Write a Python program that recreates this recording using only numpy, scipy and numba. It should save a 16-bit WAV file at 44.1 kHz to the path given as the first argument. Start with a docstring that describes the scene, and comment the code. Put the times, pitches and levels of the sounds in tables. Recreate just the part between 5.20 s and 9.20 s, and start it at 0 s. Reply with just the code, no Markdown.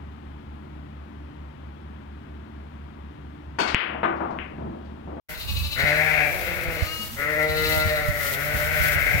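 """Ewes and lambs bleat over one another in a fabric-roofed barn, mostly to the left.
Each voice is a train of vocal-fold pulses and breath, shaped by the throat's resonances.
The ewes start hoarse, clear as the pitch arches up and end hoarse; two lamb calls quaver.
Underneath are one short grunt, soft thudding steps, rustling straw and a low rumble."""
import sys
import numpy as np
from scipy import signal
from scipy.fft import rfft, irfft, next_fast_len
from scipy.io import wavfile
from scipy.ndimage import uniform_filter1d
from numba import njit

SR = 44100
rng = np.random.default_rng(int(sys.argv[2]) if len(sys.argv) > 2 else 0)


def persist_wave(psi):
    """Save psi, clipped to +-1, as 16-bit WAV."""
    counts = np.round(np.clip(psi, -1, 1) * 32767).astype(np.int16)
    wavfile.write(sys.argv[1], SR, np.atleast_2d(counts).T)


N = 176400
T = np.arange(N) / SR


def ewes():
    """Six calls drawing on four throat tones, each with its own pitch arch and hoarseness."""
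    # calls: (time [s], low band level [dB], high band level [dB], jaw resonance [Hz])
    fading = [(.08, -40.5, -33.5, 600), (.2, -54, -58, 590)]
    loud = [(.56, -41.5, -30, 570), (.594, -36, -24, 586), (.598, -32.5, -25, 636), (.77, -27, -23, 640),
            (.87, -31, -23, 740), (1.0, -30.5, -23.5, 693), (1.11, -30.5, -33.5, 650)]
    hoarse = [(1.1, -33, -33.5, 595), (1.38, -38.5, -34, 550), (1.56, -35.5, -36, 580),
              (1.66, -44, -43.5, 544)]
    long_call = [(1.97, -37, -32, 540), (2.03, -32.5, -26.5, 518), (2.24, -25, -26.5, 560),
                 (2.36, -29, -30, 520), (2.46, -29.5, -26.5, 530), (2.56, -23, -26.5, 605),
                 (2.77, -29.5, -27.5, 628), (2.88, -34.5, -33.5, 592), (3.12, -35.5, -30, 556)]
    answer = [(3.1, -38.5, -34, 575), (3.35, -32.5, -30.5, 605), (3.6, -34.5, -25, 620),
              (3.84, -38.5, -30, 610)]
    last = [(3.76, -42, -32, 626), (3.89, -37.5, -26, 665), (4.02, -31, -30, 650)]
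    # upper throat resonances: (frequency [Hz], gain [dB])
    open_throat = [(1300, -10), (1550, 2.5), (1750, -3), (2170, 7.5), (2480, -2.5), (2900, -17.5),
                   (8000, -34.5)]
    hoarse_throat = [(1000, -16), (1450, 0), (1750, -2.5), (2100, 4.5), (2620, -2.5), (2950, -14),
                     (4200, -17.5), (8000, -44)]
    round_throat = [(1230, -13.5), (1390, -2), (1560, -14), (1720, -10.5), (2005, 2), (2170, -9),
                    (2450, -16), (3100, -30.5), (8000, -46)]
    answer_throat = [(950, -21.5), (1250, -4), (1500, 7.5), (1700, -2), (1980, 9), (2400, -0.5),
                     (2900, -10), (3800, -20.5), (8000, -36)]
    # pitch arch per call: (top pitch [Hz], rise [share], sag start [s], sag [share])
    arches = [(161.3, 0.0199, 0.085, 0.055), (157, .2, .8, .1), (181.6, .03, 1.2, 0.2),
              (155.25, 0.11, 2.45, .115), (151.35, .14, 3.52, .09), (153.3, .02, 3.78, 0.12)]
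    # voice per call: (roughness at top pitch [0-1], strong-weak pulsing [share], throat shift [share])
    voices = [(.5, 0, 0), (.22, .2, .06), (.8, .1, 0), (.08, .04, 0), (.4, 0, .02), (.7, .1, .03)]
    # body per call: (jaw resonance width [Hz], chest hum [dB])
    bodies = [(120, -45), (127, -32), (176, -39), (70, -38.5), (104, -31.5), (151, -44)]
    calls = [(fading, answer_throat), (loud, open_throat), (hoarse, hoarse_throat),
             (long_call, round_throat), (answer, answer_throat), (last, open_throat)]
    return sum(ewe(*call, *traits) for call, *traits in zip(calls, arches, voices, bodies))


def ewe(call, throat, arch, voice, body):
    """The pitch rises, holds and sags; the further below its top, the hoarser the voice."""
    low_db, high_db, jaw_hz = in_time(call)
    top_hz, rise, sag_s, sag = arch
    top_rough, doubling, shift = voice
    width_hz, chest_db = body
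    start, end = call[0][0], call[-1][0]
    rise_s, split_hz, flutter_per_s = .095, 1135, 45
    drop = rise * np.exp(-np.maximum(T - start, 0) / rise_s)
    drop += sag * np.clip((T - sag_s) / (end - sag_s), 0, 1) ** 2
    hz = top_hz * (1 - drop)
    rough = np.minimum(top_rough + 3 * drop, .9)
    buzz = vocal_folds(hz, rough, doubling)
    # the jaw moves the lowest resonance; the upper ones rise as the mouth opens
    jaw = resonance(buzz, jaw_hz, float(width_hz), SR)
    narrow = colour(buzz, [(f * (1 - shift), db) for f, db in throat])
    wide = colour(buzz, [(f * (1 + shift), db) for f, db in throat])
    opening = np.clip((T - start) / (end - start), 0, 1)
    mouth = narrow * (1 - opening) + wide * opening
    low = evened(pass_filter(jaw, "low", split_hz, order=5)) * from_db(low_db + 2.5)
    high = evened(pass_filter(mouth, "high", split_hz, order=5)) * from_db(high_db + 3)
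    # the chest hums the fundamental
    chest = np.sqrt(2) * np.cos(2 * np.pi * np.cumsum(hz) / SR)
    chest *= (1 - rough / 2) * from_db(chest_db + (high_db - high_db.max()) / 2)
    flutter_db = 1.75 * np.sqrt(rough) * (drift(flutter_per_s) - rough / 2)  # a hoarse voice shakes
    return gate(call) * from_db(flutter_db) * (low + high + chest)


def vocal_folds(hz, rough, doubling=0):
    """One pulse a cycle; roughness unsettles timing and strength and adds a puff of breath to each."""
    jitter_s, shimmer_db = .00012, 2.5  # at full roughness
    phase = np.cumsum(hz * (1 + .045 * rough * drift(120) + .002 * drift(25))) / SR
    at = np.flatnonzero(np.diff(np.floor(phase)))
    jitter, shimmer = rough[at] * rng.standard_normal((3000, 2))[:len(at)].T
    when = at + (np.ceil(phase[at]) - phase[at]) / (phase[at + 1] - phase[at])
    when = np.clip(when + jitter_s * SR * jitter, 0, N - 2)
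    strong_weak = 1 + doubling * (-1) ** np.arange(len(at))
    strength = from_db(shimmer_db * shimmer) * strong_weak
    pulses, whole = np.zeros(N), when.astype(int)
    pulses[whole] = strength * (1 - when % 1)
    pulses[whole + 1] = strength * (when % 1)
    breath = rms_one(rng.standard_normal(N) * np.exp(-5 * (phase % 1)))
    return pass_filter(evened(pulses) + .7 * rough * breath, "high", hz=90, order=2)


@njit
def resonance(x, hz, width_hz, sr):
    """A resonance whose centre moves."""
    y = np.zeros(len(x))
    r = np.exp(-np.pi * width_hz / sr)
    for i in range(2, len(x)):
        y[i] = (1 - r) * x[i] + 2 * r * np.cos(2 * np.pi * hz[i] / sr) * y[i - 1] - r * r * y[i - 2]
    return y


def lambs():
    """Two quavering calls and a clear one between them."""
    # calls: (time [s], pitch [Hz], level [dB])
    first_call = [(.15, 300, -36), (.21, 308.8, -42), (.29, 278.8, -38), (.37, 286, -37.5),
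                  (.52, 292.2, -36), (.7, 283.2, -39.5), (.84, 286.6, -50)]
    clear_call = [(1.5, 284.5, -50), (1.63, 303.7, -38.5), (1.72, 318.4, -37.5), (1.83, 316.5, -39),
                  (1.88, 312, -53)]
    late_call = [(2.22, 272.7, -44.5), (2.36, 294.7, -37.5), (2.45, 290.7, -32), (2.53, 287.2, -36),
                 (2.62, 287.8, -37.5), (2.85, 270, -46.5)]
    # throat resonances: (frequency [Hz], gain [dB])
    quaver_throat = [(290, -19.5), (860, -20.5), (1150, -16), (1500, -31), (2150, -22.5), (2600, -5),
                     (2880, -6), (3250, -17), (3750, -3.5), (4100, -2), (4700, -11.5), (5500, -22),
                     (9000, -26.5)]
    clear_throat = [(630, -8.5), (950, -12.5), (1270, 3.5), (1600, -7), (2220, -1), (2550, -11),
                    (2860, 8.5), (3200, -20), (3800, -6.5), (4450, -0.5), (4800, -10), (9000, -18)]
    first = bleat(first_call, quaver_throat, rough=.08, quaver_db=8.5, crest_s=.368)
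    late = bleat(late_call, quaver_throat, rough=.117, quaver_db=6, crest_s=2.45)
    clear = bleat(clear_call, clear_throat, rough=.06)
    return from_db(4.5) * (first + late) + from_db(4) * clear


def bleat(call, throat, rough, quaver_db=0, crest_s=0):
    """Vocal folds through a still throat; any quaver shakes level and pitch together."""
    hz, db = in_time(call)
    quaver_hz = 12.8
    shake_db = quaver_db * np.cos(2 * np.pi * quaver_hz * (T - crest_s))
    vibrato = 1 + .026 * shake_db / (quaver_db + 3.5)
    voice = colour(vocal_folds(hz * vibrato, np.full(N, rough)), throat)
    return gate(call) * evened(voice) * from_db(db + shake_db - quaver_db / 2)


def grunt():
    """A short, rough grunt, muffled by a closed mouth."""
    # call: (time [s], pitch [Hz], level [dB])
    call = [(1.782, 214.7, -33.5), (1.831, 198.3, -36), (1.88, 202, -44), (1.95, 238, -33.5)]
    # closed-mouth tone: (frequency [Hz], gain [dB])
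    throat = [(200, 2), (420, -28), (3000, -23)]
    return bleat(call, throat, rough=.81)


def steps():
    """Soft footfalls: dull thuds that swell and die over an uneven rumble of the same tone."""
    # footfalls: (time [s], level [dB], left over right [dB])
    footfalls = [(0.625, -25.5, -28), (1.473, -25.5, -3), (1.614, -20, -27), (2.294, -26, 2),
                 (2.566, -24, -3), (2.651, -17.5, 0), (2.88, -19.5, -12), (3.343, -20.5, 0),
                 (3.6, -21.5, -16), (3.755, -25.5, -13), (3.94, -18, 0)]
    # thud spectrum: (frequency [Hz], gain [dB])
    thud_tone = [(25, -31.5), (50, -1.5), (80, 2), (120, -9), (200, -18), (400, -49.5), (1500, -49.5)]
    # rumble envelope: (time [s], level [dB])
    rumble = [(.1, -47.5), (.24, -39.5), (.3, -28), (.46, -25.5), (.5, -37), (1.55, -37.5), (1.8, -42.5),
              (2.2, -42), (2.45, -31.5), (3.2, -40), (3.45, -32.5), (4, -31)]
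    rise_s = .01
    power = (from_db(in_time(rumble)[0]) * panned(-7)) ** 2
    for start, db, pan_db in footfalls:
        age = np.maximum(T - start, 0) / rise_s
        power += (from_db(db - 2) * panned(pan_db) * age * np.exp(1 - age)) ** 2
    return np.array([evened(side) for side in noise(thud_tone)]) * np.sqrt(power)


def straw():
    """Countless stalks snap and slide under the feet."""
    # rustle envelope: (time [s], level [dB])
    envelope = [(.1, -47), (1.2, -41.5), (1.4, -44), (2.1, -45.5), (2.42, -40), (2.55, -33), (2.64, -39.5),
                (2.9, -43), (3.05, -35.5), (3.35, -40.5), (3.68, -33), (3.82, -39.5), (4, -40)]
    # rustle spectrum: (frequency [Hz], gain [dB])
    tone = [(300, -3), (1000, -8), (3000, 0.5), (5000, -2.5), (8000, -6), (10000, -4), (12500, 2),
            (15500, 1.5)]
    snaps_per_s, spread_db, flicker_db = 2500, 3, 1.7
    sizes = from_db(spread_db * np.minimum(rng.exponential(1, N), 5))
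    snapping = rng.random(N) < snaps_per_s / SR
    snaps = rms_one(sizes * snapping * rng.standard_normal((2, N)))
    slide = 1.7 * rng.standard_normal((2, N))
    rustle = rms_one(np.array([colour(side, tone) for side in snaps + slide]))
    level_db = in_time(envelope)[0] + 6.5 + flicker_db * drift(29.94)
    return rustle * from_db(level_db) * panned(2.5)


def scattered(x, delays_s=(.0007, .0013, .0029), share=.5):
    """Nearby bodies and the floor spread each pulse over a few milliseconds."""
    for delay_s in delays_s:
        taps = np.r_[share, np.zeros(int(delay_s * SR)), 1]
        x = signal.lfilter(taps, taps[::-1], x + 1e-18)
    return x


def barn(x, wet_db):
    """Direct sound, a little earlier on the left, plus a diffuse tail that dies band by band."""
    # the flock's place: (frequency [Hz], left over right [dB])
    flock_pan = [(150, 1.5), (600, 1.5), (900, 7.5), (1400, 6.5), (2100, 12), (3000, 10.5), (4200, 7.5),
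                 (8000, 1)]
    # reverb decay: (band [Hz], time to fall 60 dB [s])
    decays = [(150, 0.25), (600, 0.99), (2000, 0.48), (5000, 0.38), (12000, 0.5)]
    # reverb width: (frequency [Hz], left-right likeness [0-1])
    likeness = [(150, 1), (500, 0.43), (1000, 0.074), (2000, 0.06)]
    lead_s, predelay_s = .00016, .006
    thin_tail_below_hz = 894  # the reverb is weaker below this, so low notes sound drier
    size = next_fast_len(N + SR)
    hz = np.arange(size // 2 + 1) * SR / size
    t, tail_hz = T[:SR], np.arange(SR // 2 + 1)
    mid, side = rfft(rng.standard_normal((2, SR)))
    alike = np.clip(at_hz(likeness, tail_hz), 0, 1)
    diffuse = np.sqrt(1 + alike) * mid + np.sqrt(1 - alike) * side * [[1], [-1]]
    tail = 0
    for band, t60 in decays:
        share = at_hz([(f, f == band) for f, _ in decays], tail_hz)
        fall = from_db(-60 * t / t60) * (t > predelay_s)
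        fall /= np.sqrt(2 * np.sum(fall ** 2))
        tail = tail + irfft(diffuse * share) * fall * min(band / thin_tail_below_hz, 1)
    direct = np.exp(-2j * np.pi * hz * lead_s * np.array([[0], [1]]))
    wet = from_db(wet_db)
    path = (direct + wet * rfft(tail, size)) / np.sqrt(1 + wet ** 2)
    return irfft(rfft(x, size) * path * panned(at_hz(flock_pan, hz)), size)[:, :N]


def room_tone():
    """A faint, steady bed of dark noise."""
    # bed spectrum: (frequency [Hz], gain [dB])
    tone = [(30, 7), (70, 8), (600, -6), (1000, -0.5), (2000, -10), (6000, -18), (15000, -46)]
    return from_db(-45) * noise(tone)


def from_db(db):
    """Decibels to gain."""
    return 10 ** (np.asarray(db) / 20)


def rms_one(x):
    """Scale to rms 1."""
    return x / np.sqrt(np.mean(x ** 2) + 1e-20)


def evened(x):
    """Hold the short-term level at 1."""
    return x / np.sqrt(np.abs(uniform_filter1d(x * x, size=1800)) + 1e-12)


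def gate(call, fade_s=.036):
    """Open while a call lasts, with soft edges."""
    return np.clip(np.minimum(T - call[0][0], call[-1][0] - T) / fade_s + .5, 0, 1)


def in_time(rows):
    """Each column of an envelope at every sample."""
    times, *columns = np.transpose(rows)
    return [np.interp(T, times, column) for column in columns]


def at_hz(points, hz):
    """Read a table on a log-frequency axis."""
    freqs, values = np.transpose(points)
    return np.interp(np.log(hz + 1e-3), np.log(freqs), values)


def panned(db):
    """Left and right gains with mean 1; positive dB leans left."""
    gains = from_db(np.array([np.atleast_1d(db), -np.atleast_1d(db)]) / 2)
    return gains / gains.mean(0)


def pass_filter(x, kind, hz, order):
    """Low-pass or high-pass with a flat passband."""
    return signal.sosfilt(signal.butter(order, hz, kind, fs=SR, output="sos"), x)


def colour(x, points, size=8192):
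    """Minimum-phase EQ with the given curve."""
    gain = from_db(at_hz(points, np.arange(size // 2 + 1) * SR / size))
    cepstrum = irfft(np.log(gain))
    cepstrum[1:size // 2] *= 2
    cepstrum[size // 2 + 1:] = 0
    impulse = irfft(np.exp(rfft(cepstrum)))[:size // 2]
    return signal.fftconvolve(x, impulse)[:N]


def noise(points):
    """Unrelated coloured noise for each ear, rms 1."""
    return rms_one(np.array([colour(white, points) for white in rng.standard_normal((2, N))]))


def drift(per_s):
    """Smooth random wander, rms 1."""
    knots = rng.standard_normal(4000)
    return rms_one(np.interp(T * per_s, np.arange(len(knots)), knots))


def scene():
    """The flock in the barn's reverb, over dry steps, straw and room tone."""
    ewe_bus = barn(scattered(ewes() + grunt()), wet_db=2)
    lamb_bus = barn(scattered(lambs()), wet_db=-1)
    return ewe_bus + lamb_bus + steps() + straw() + room_tone()


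def record(dry):
    """The sound opens after a moment of near silence; the highest treble is cut."""
    start_s, fade_s, cutoff_hz = .086, .008, 15800
    opened = np.clip((T - start_s) / fade_s, .002, 1) * dry
    return signal.sosfilt(signal.ellip(12, .1, 80, cutoff_hz, fs=SR, output="sos"), opened)


dry = scene()
out = record(dry)
persist_wave(out)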